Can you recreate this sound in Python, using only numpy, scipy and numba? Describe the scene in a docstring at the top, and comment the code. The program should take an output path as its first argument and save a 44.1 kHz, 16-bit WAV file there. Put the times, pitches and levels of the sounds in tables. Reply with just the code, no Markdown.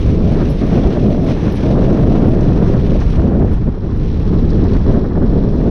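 """Wind heaves, thumps and flutters on a camera's microphone, on the rider of a scooter pulled fast by a dog.
Wind: noise in four size ranges, plus swinging puffs; it drops briefly after the rider looks aside.
Tyres: dense random clicks rush over rough asphalt; ringing snaps and sprays crunch on grit.
Freewheel: faint resonant clicks, slowly speeding up. Harness tags: decaying modes jingle now and then."""
import sys
import numpy as np
from scipy import signal
from scipy.fft import rfft, irfft
from scipy.io import wavfile
from scipy.ndimage import uniform_filter1d, minimum_filter1d
from numba import njit

SR = 44100
rng = np.random.default_rng(int(sys.argv[2]) if len(sys.argv) > 2 else 0)


def int16_out(signal):
    """Quantize to a 16-bit WAV file."""
    q = np.round(np.clip(np.atleast_2d(signal).T, -1, 1) * 32767)
    wavfile.write(sys.argv[1], SR, q.astype(np.int16))


N = 251370

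# ratchet clicks of the coasting freewheel
PAWL_PER_S, PAWL_GAIN_PER_S2 = 43, 4.6
# faint pawl clicks over road control: [usual level/dB, slope/(dB per dB)]
PAWL_LAW = (-74.5, 1.3)
# tag swings against the buckle and rattles:
# [t/s, relative level/dB, ring time to -60 dB/s, tilt above strongest mode/(dB per octave),
#  rattle decay/s, rattle level/dB]
TAG_STRIKES = [(0.2453, -51, .07, -11.5, .025, -10), (0.4993, -37.5, 0.23, -10, .012, -16),
               (0.668, -50, 0.09, -6, .045, -7), (0.8769, -55, .08, 6, .03, -9),
               (1.088, -53.5, .09, 2, .035, -9), (1.245, -56, 0.1, 18, .02, -7),
               (1.462, -55, .06, 3, .015, -9), (1.5214, -42, 0.12, 2, .02, -14),
               (1.555, -45.5, 0.29, -20, .03, -14), (2.0158, -57.5, 0.07, 16, .02, -8),
               (2.2872, -47, 0.05, -2, 0.04, -11.5), (2.49, -64, 0.08, 6, .04, -8),
               (3.1038, -49, 0.06, -27, .025, -8), (3.53, -52, 0.05, -11, .012, -3),
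               (3.9714, -53.5, .04, -16, .02, -7)]
# modes of the tag: [f/Hz, relative level/dB, share of ring time]
TAG_MODES = [(4240, -12, .6), (5330, 0, 0.93), (6690, -17, .6), (9530, -6, 0.2), (10070, 0.5, 0.69),
             (12885, -8, .4), (13452, -5, .45), (13955, -14, .7), (15220, -9, .6)]
# loose grit crackling under the tyres: [t/s, level/dB]
LOOSE_GRIT_LEVEL = [(0, -52.5), (1.6, -52), (3.1, -52.5), (3.35, -60), (3.8, -59.5), (4.08, -51),
                    (4.9, -49), (5.2, -56.5), (5.36, -50.5), (5.7, -53)]
# resonances of cracking grit: [f/Hz, width/Hz, relative level/dB]
GRIT_MODES = [(1750, 430, -13.5), (3320, 340, -0.5), (4030, 400, 1.5), (5170, 1200, -2.5),
              (5690, 440, -0.5)]
# tyre crunches over a stone or a crack: [t/s, relative level/dB, centre f/Hz, decay/s]
CRUNCHES = [(0.0256, -31, 3500, 0.0066), (0.791, -30, 2200, .012), (0.834, -34, 3500, 0.011),
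            (0.9247, -31, 3000, 0.023), (1.929, -34, 5770, .003), (2.408, -32.5, 5770, 0.009),
            (3.003, -33, 5650, 0.009), (4.502, -31, 4540, 0.007), (4.637, -33, 4160, 0.0072),
            (4.733, -28.5, 3800, 0.005), (4.749, -31, 1600, .007), (4.766, -28.5, 1500, 0.0061)]
CRACK_WIDTH_HZ = 1500
# road control, driving hiss and freewheel: [t/s, level/dB]
ROAD_CONTROL = [(0, -41), (0.2, -44), (0.36, -41.5), (0.55, -42), (0.85, -42), (1.15, -43), (1.62, -41),
                (2.42, -44), (2.7, -43), (3.12, -42.2), (3.35, -48), (3.75, -51.5), (4.06, -46.5),
                (4.85, -48), (5.2, -51.5), (5.7, -47)]
# low roar of the tyres, before patches and gusts: [t/s, level/dB]
ROAR_LEVEL = [(0, -38.5), (0.25, -47), (0.45, -38.5), (0.6, -40.5), (1.0, -41), (1.15, -43), (1.5, -36),
              (1.8, -34), (2.3, -36), (2.6, -36), (3.3, -39), (3.65, -43), (4.2, -42), (4.6, -38),
              (5.2, -39.5), (5.7, -40.5)]
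# tyre hiss over road control: [usual level/dB, slope/(dB per dB)]
HISS_LAW = (-46.5, 1.25)
# tyre rasps over coarse asphalt: [middle t/s, length/s, roar change/dB, hiss change/dB]
COARSE_PATCHES = [(0.36, 0.25, 8, 1), (0.78, 0.5, 6.5, 2.5), (0.96, 0.19, 5.5, 0.5), (1.296, 0.13, 6.5, 6),
                  (1.46, .12, 1, 3), (1.628, 0.13, 1, 3), (2.028, 0.1, -1.5, 0), (2.162, 0.056, 7.5, 4),
                  (2.683, 0.22, 2, 1.5), (3.02, 0.067, 8, 1.5), (3.165, 0.11, 4, 0.5), (3.533, 0.17, 6, 4),
                  (4.758, 0.06, 6, 1), (4.91, 0.16, 4.5, 3.5)]
# tyre roar spectrum: [f/Hz, relative level/(dB per Hz)]
ROAR_SPECTRUM = [(300, -7.5), (700, 7), (1100, 3.5), (1500, -2), (1800, -2), (2100, -13), (2700, -26),
                 (5000, -37.5), (8000, -48.5)]
# tyre hiss spectrum: [f/Hz, relative level/(dB per Hz)]
HISS_SPECTRUM = [(1400, -2), (2300, 5), (3300, 1.5), (4100, -1.5), (4900, -6), (5900, -2.5), (7200, -16.5),
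                 (9500, -20), (11000, -31), (12000, -38), (15000, -54)]
# wind strength on the microphone, before lulls: [t/s, control/dB]
WIND_CONTROL = [(0, -18.5), (0.31, -15), (0.57, -17), (0.75, -14.5), (1.0, -13.5), (1.12, -14.5),
                (1.4, -14.5), (1.58, -17.5), (1.7, -11.5), (2.3, -13), (2.45, -14), (2.65, -14.5),
                (2.95, -16), (3.0, -20.5), (3.15, -22), (3.19, -16), (3.42, -14.5), (3.5, -21.5),
                (3.6, -28.5), (3.76, -25), (4.08, -20.5), (4.25, -22), (4.33, -17.5), (4.76, -15.5),
                (4.84, -22), (4.9, -13.5), (5.13, -19), (5.33, -15), (5.55, -15.5), (5.7, -12.5)]
# deep heave of the wind, before lulls: [t/s, level/dB]
HEAVE_LEVEL = [(0, -12.5), (0.5, -14.5), (1.55, -17.5), (1.8, -12.5), (2.5, -12.5), (3.1, -12.5),
               (3.68, -13.5), (3.77, -20.5), (3.95, -14), (4.2, -13.5), (4.4, -11), (4.92, -12),
               (5.08, -12.5), (5.7, -14.5)]
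USUAL_WIND_DB, USUAL_ROAD_DB, USUAL_HEAVE_DB = -16, -45, -13
# air goes slack: [middle t/s, length/s, heave loss/dB, buffeting and flutter control loss/dB]
LULLS = [(0.56, 0.14, 1.5, 3), (0.94, 0.1, 6, 1), (1.398, 0.18, 0.5, 5.5), (1.978, .07, 9, 1.5),
         (2.805, 0.055, 2.5, 1), (3.305, .08, 3.5, -1.5), (5.09, 0.2, 6, 1)]
# buffeting over wind control: [usual level/dB, slope/(dB per dB)]
BUFFET_LAW = (-15, 0.94)
# flutter over wind control: [usual level/dB, slope/(dB per dB)]
FLUTTER_LAW = (-23.5, 0.98)
# single puffs thump the microphone:
# [middle t/s, length/s, swell level/dB, mean swell f/Hz, buffeting level/dB, flutter level/dB]
PUFFS = [(0.077, 0.11, -8.5, 68.2, -20, -30), (0.258, 0.13, -15, 80.5, -14, -24.5),
         (0.764, 0.15, -19, 100, -13, -23), (0.868, 0.061, -2.5, 47.8, -26, -18),
         (1.064, 0.2, -25, 98.7, -12, -27.5), (1.464, 0.14, -26, 90, -17, -33),
         (1.785, 0.12, -12, 44, -26, -21.5), (2.07, 0.17, -10, 69.8, -14.5, -24.5),
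         (2.277, 0.094, -11.5, 90.3, -10, -32), (2.5, 0.071, -10.5, 89.8, -15, -29),
         (2.69, 0.083, -9.5, 85.05, -14, -33), (2.963, 0.066, -7, 35.9, -19, -23),
         (3.066, 0.059, -8, 55, -28, -32), (3.111, 0.039, -9, 129, -25, -36),
         (3.186, 0.049, -1.5, 68.04, -22, -27), (3.253, 0.065, -6, 85.4, -11, -23),
         (3.435, 0.089, -10, 75.2, -19.5, -26), (3.531, 0.062, -9, 40.2, -16, -28),
         (3.616, 0.045, -12.5, 110, -19, -30.5), (3.678, 0.075, -11, 55, -12, -26),
         (3.779, 0.033, -31, 90, -24, -25), (3.86, 0.12, -23, 89.5, -24, -25.5),
         (4.755, .07, -7.5, 34.1, -27, -31), (4.893, .1, -7.5, 40, -21, -27),
         (4.98, 0.066, -11.5, 62, -19, -26), (5.174, 0.063, -17, 89.3, -15.5, -19.5),
         (5.303, 0.07, -10, 49.7, -26, -29)]
# sharp eddies slap the microphone: [t/s, relative level/dB]
SLAPS = [(0.772, -16), (1.146, -16), (1.689, -15), (2.117, -15), (3.183, -19), (3.216, -14), (3.26, -21),
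         (3.443, -18), (3.672, -19), (4.365, -21), (4.879, -18), (4.965, -19), (5.173, -16.5), (5.381, -18)]
# top edge of flutter in the usual wind, lower after the rider has turned back: [t/s, f/Hz]
FLUTTER_EDGE = [(0, 573), (2.2, 598), (2.7, 558), (3.3, 587), (3.7, 590), (4.0, 510), (4.75, 502),
                (4.9, 556), (5.7, 565)]
EDGE_OCTAVES_PER_DB, EDGE_LOWEST_HZ, EDGE_HIGHEST_HZ = 0.05, 465, 660
# large eddies: [f/Hz, relative level/(dB per Hz)]
HEAVE_SPECTRUM = [(14, -3.5), (26, -1), (45, -4.5), (80, -6), (115, -8.5), (180, -21)]
# smaller eddies: [f/Hz, relative level/(dB per Hz)]
BUFFET_SPECTRUM = [(70, -19), (120, -2.5), (180, 1), (260, -3.5), (350, -8.5), (480, -18), (800, -36)]
# small eddies, before the moving edge: [f/Hz, relative level/(dB per Hz)]
FLUTTER_SPECTRUM = [(250, -10), (400, 1.5), (520, -4), (700, -2.5), (1200, -17.5)]
# finest eddies, above the edge: [f/Hz, relative level/(dB per Hz)]
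SPUTTER_SPECTRUM = [(750, 3.5), (1100, -1.5), (2000, -21), (4000, -39.5), (8000, -61.5)]
# dip of the microphone port: [f/Hz, width/Hz, gain/dB]
PORT_DIP = (7300, 2950, -10)
CUTOFF_HZ, FADE_S, PEAK_LIMIT = 15400, .004, .95


def from_db(db):
    """Decibels to gain."""
    return 10 ** (np.asarray(db) / 20)


def rms_one(x):
    """Scale to an rms of 1."""
    return x / np.sqrt(np.mean(x ** 2) + 1e-20)


def in_time(rows):
    """Interpolate each column sample by sample."""
    t_s, *columns = np.transpose(rows)
    return [np.interp(np.arange(N) / SR, t_s, column) for column in columns]


def follow(law, control_db):
    """Layer level in dB, linear in its control."""
    usual_db, slope = law
    return usual_db + slope * control_db


def hump(middle_s, length_s):
    """Smooth rise to 1 and back."""
    return np.cos(np.pi * np.clip((np.arange(N) / SR - middle_s) / length_s, -.5, .5)) ** 2


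def drift(corner_hz):
    """Slow random motion of rms 1; its spectrum falls away above the corner."""
    hz = np.arange(N // 2 + 1) / N * SR
    return rms_one(irfft(rfft(rng.standard_normal(N)) / (1 + (hz / corner_hz) ** 2), N))


def coloured(x, spectrum):
    """Shape x by a spectrum that falls away beyond its end points; rms 1."""
    hz = np.maximum(np.arange(N // 2 + 1) / N * SR, 1)
    points_hz, points_db = np.transpose(spectrum)
    gain = from_db(np.interp(np.log(hz), np.log(points_hz), points_db))
    skirts = np.minimum(1, np.minimum(hz / points_hz[0], points_hz[-1] / hz)) ** 2
    return rms_one(irfft(rfft(x) * gain * skirts, N))


def grains(per_s, spread_db):
    """Random clicks, many small and a few large; rms 1."""
    size_db = spread_db * np.minimum(rng.exponential(1, N), 5)
    sizes = from_db(size_db) * rng.choice([-1, 1], N)
    return rms_one(sizes * (rng.random(N) < per_s / SR))


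def resonance(x, hz, width_hz):
    """Two-pole band-pass with a gain of 1 on top."""
    r = np.exp(-np.pi * width_hz / SR)
    zeros = np.array([1, 0, -1]) * (1 - r * r) / 2
    poles = [1, -2 * r * np.cos(2 * np.pi * hz / SR), r * r]
    return signal.lfilter(zeros, poles, x + 1e-18)


def bursts(rows, rise_s, decay_s):
    """Envelope that jumps at each event and dies away."""
    t = np.arange(N) / SR
    shape = np.minimum(t / rise_s, 1) * np.exp(-np.minimum(t / decay_s, 20))
    force = np.zeros(N)
    for t_s, level_db in rows:
        at = max(int(t_s * SR), 0)
        force[at:] += from_db(level_db) * shape[:N - at]
    return force


def freewheel(road_db, vary_db=3):
    """The pawl drops over each ratchet tooth and rings very briefly."""
    per_s = PAWL_PER_S + PAWL_GAIN_PER_S2 * np.arange(N) / SR
    teeth = np.diff(np.floor(np.cumsum(per_s) / SR), prepend=0)
    clicks = teeth * from_db(vary_db * rng.standard_normal(N))
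    rings = resonance(clicks, 8900, 700) + from_db(-9) * resonance(clicks, 12100, 400)
    return from_db(follow(PAWL_LAW, road_db)) * rms_one(rings)


def tags(trim_db=-5.5, touches_per_s=350, scrape_db=-9, vary_db=3.5):
    """The tag rattles around each strike; every touch excites its modes anew, the strike's hardness tilts them."""
    out, t = np.zeros(N + SR), np.arange(SR // 2) / SR
    hz, mode_db, share = np.transpose(TAG_MODES)[:, :, None]
    octaves_up = np.log2(np.maximum(hz / hz[np.argmax(mode_db)], 1))   # above the strongest mode
    lead = SR // 10   # rattle starts ahead of the strike
    for t_s, level_db, t60_s, tilt_db, rattle_s, rattle_db in TAG_STRIKES:
        swing = from_db(rattle_db) * np.exp(-np.abs(t - t[lead]) / rattle_s)
        touched = rng.random(len(t)) < touches_per_s / SR
        touches = touched * rng.standard_normal((len(TAG_MODES), len(t))) * swing
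        touches[:, lead] = 1   # the strike
        strength = from_db(mode_db + tilt_db * octaves_up + vary_db * rng.standard_normal(hz.shape))
        decay = np.exp(-np.log(1000) * t / (t60_s * share))
        modes = strength * decay * np.sin(2 * np.pi * hz * t)
        rub = rng.standard_normal(len(t)) * np.exp(-t / .006)
        scrape = from_db(scrape_db) * resonance(rub, 10000, 5000)
        clink = signal.fftconvolve(touches, modes, axes=1).sum(axis=0)
        clink = clink + signal.fftconvolve(touches[0], scrape)
        at = max(int(t_s * SR) - lead, 0)
        out[at:at + len(t)] += from_db(level_db + trim_db) * clink[:len(t)]
    return out[:N]


def grit(top_hz=7200, stones_db=-6.0):
    """Loose grains snap and ring; each stone or crack gives a short, dense spray of its own colour."""
    snaps = grains(per_s=2200, spread_db=4.5)
    rings = np.zeros(N)
    for k, (hz, width_hz, level_db) in enumerate(GRIT_MODES):
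        rings = rings + (-1) ** k * from_db(level_db) * resonance(snaps, hz, width_hz)
    out = from_db(in_time(LOOSE_GRIT_LEVEL)[0]) * rms_one(rings)
    spray = grains(per_s=5400, spread_db=0.5)
    for t_s, level_db, hz, decay_s in CRUNCHES:
        envelope = bursts([(t_s, level_db + stones_db)], 0.00031, decay_s)
        out = out + envelope * rms_one(resonance(spray, hz, CRACK_WIDTH_HZ))
    return signal.sosfilt(signal.butter(6, top_hz, fs=SR, output="sos"), out)


def tyres(road_db, gusts):
    """The tread strikes countless asphalt grains; coarse patches and gusts make the rush uneven."""
    roar_db, hiss_db = in_time(ROAR_LEVEL)[0], follow(HISS_LAW, road_db)
    for middle_s, length_s, roar_change_db, hiss_change_db in COARSE_PATCHES:
        patch = hump(middle_s, length_s)
        roar_db = roar_db + roar_change_db * patch
        hiss_db = hiss_db + hiss_change_db * patch
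    roar_db = roar_db + 2.2 * drift(45) + 1.5 * gusts
    hiss_db = hiss_db + 1.9 * drift(45)
    roar = coloured(grains(per_s=7000, spread_db=2.5), ROAR_SPECTRUM) * from_db(roar_db)
    hiss = coloured(grains(per_s=12000, spread_db=2.5), HISS_SPECTRUM) * from_db(hiss_db)
    return roar + hiss


def turbulence(spectrum, even_s):
    """Eddies of one size range, their strength evened out over spans longer than even_s."""
    x = coloured(rng.standard_normal(N), spectrum)
    width = max(int(even_s * SR), 2)
    power = uniform_filter1d(uniform_filter1d(x ** 2, width), width)
    return x / np.sqrt(power + 1e-9)


@njit
def sweep(x, slope, damping):
    """Two-pole low-pass with a moving corner; slope = tan(pi corner / sample rate)."""
    out = np.zeros(len(x))
    band_state, low_state = 0., 0.
    for i in range(len(x)):
        g = slope[i]
        band = (band_state + g * (x[i] - low_state)) / (1 + g * (g + damping))
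        out[i] = low_state + g * band
        band_state, low_state = 2 * band - band_state, 2 * out[i] - low_state
    return out


def edged(x, hz):
    """Steep six-pole low-pass with a slight shoulder at the moving corner."""
    slope = np.tan(np.pi * hz / SR)
    for damping in (np.sqrt(3), np.sqrt(2), 0.5):
        x = sweep(x, slope, float(damping))
    return x


def slacken(heave_db, wind_db):
    """Slack air lets the heave and the wind control change for a moment."""
    for middle_s, length_s, heave_loss_db, wind_loss_db in LULLS:
        lull = hump(middle_s, length_s)
        heave_db = heave_db - heave_loss_db * lull
        wind_db = wind_db - wind_loss_db * lull
    return heave_db, wind_db


def puffs(heave, push, flutter, wander_octaves=.24):
    """Each puff rocks the air for a few uneven swings and stirs up buffeting and flutter."""
    uneven_s = np.cumsum(2 ** (wander_octaves * drift(60))) / SR
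    for middle_s, length_s, swell_db, swell_hz, buffet_db, flutter_db in PUFFS:
        puff = hump(middle_s, length_s)
        swing = np.sin(2 * np.pi * (swell_hz * uneven_s + rng.random()))
        heave = heave + from_db(swell_db) * puff * swing
        push = np.hypot(push, from_db(buffet_db) * puff)
        flutter = np.hypot(flutter, from_db(flutter_db) * puff)
    return heave, push, flutter


def fine_eddies(flutter, sputter_db=-18.5, sputter_growth=0.53):
    """Small eddies flutter up to a sharp edge that rises with their force; finer ones sputter above."""
    force_db = 20 * np.log10(flutter) - FLUTTER_LAW[0]
    edge_hz = in_time(FLUTTER_EDGE)[0] * 2 ** (EDGE_OCTAVES_PER_DB * force_db)
    edge_hz = np.clip(edge_hz, EDGE_LOWEST_HZ, EDGE_HIGHEST_HZ)
    eddies = edged(turbulence(FLUTTER_SPECTRUM, even_s=0.023), edge_hz)
    sputter_gain = from_db(sputter_db + sputter_growth * force_db)   # relative to the flutter
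    return flutter * (eddies + sputter_gain * turbulence(SPUTTER_SPECTRUM, even_s=0.018))


def wind(gusts, slap_db=-2.5, flutter_gust_db=1.0, buffet_gust_db=1.33, heave_share=.3):
    """Large eddies heave on the microphone, smaller ones buffet, the smallest flutter and sputter."""
    heave_db, wind_db = slacken(in_time(HEAVE_LEVEL)[0], in_time(WIND_CONTROL)[0] - USUAL_WIND_DB)
    heave = from_db(heave_db) * turbulence(HEAVE_SPECTRUM, even_s=0.028)
    push_db = follow(BUFFET_LAW, wind_db) + heave_share * (heave_db - USUAL_HEAVE_DB)
    push = from_db(push_db + buffet_gust_db * gusts)
    flutter = from_db(follow(FLUTTER_LAW, wind_db) + flutter_gust_db * gusts)
    heave, push, flutter = puffs(heave, push, flutter)
    flutter = flutter + from_db(slap_db) * bursts(SLAPS, rise_s=0.0019, decay_s=0.0048)
    return heave + push * turbulence(BUFFET_SPECTRUM, even_s=0.035) + fine_eddies(flutter)


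def scene():
    """Harness, wheels and wind add up at one microphone; shared gusts move roar and wind together."""
    gusts = drift(25)
    road_db = in_time(ROAD_CONTROL)[0] - USUAL_ROAD_DB
    mix = freewheel(road_db) + tags() + grit() + tyres(road_db, gusts) + wind(gusts)
    return mix[None]


def limiter(x, top=PEAK_LIMIT, hold_s=0.0072):
    """The gain dips smoothly around peaks, the more the nearer they come to overload."""
    width = max(int(hold_s * SR), 4)
    needed = minimum_filter1d((1 + (x / top) ** 8) ** (-1 / 8), 2 * width)
    return x * uniform_filter1d(uniform_filter1d(needed, width), width)


def record(dry):
    """The port hollows out the treble, peaks are held down, the end fades, the top is cut."""
    hz, width_hz, dip_db = PORT_DIP
    ported = dry - (1 - from_db(dip_db)) * resonance(dry, hz, width_hz)
    fade = np.minimum(1, np.arange(N)[::-1] / (FADE_S * SR))
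    top_cut = signal.ellip(10, .1, 80, CUTOFF_HZ, fs=SR, output="sos")
    return signal.sosfilt(top_cut, fade * limiter(ported))


dry = scene()
out = record(dry)
int16_out(out)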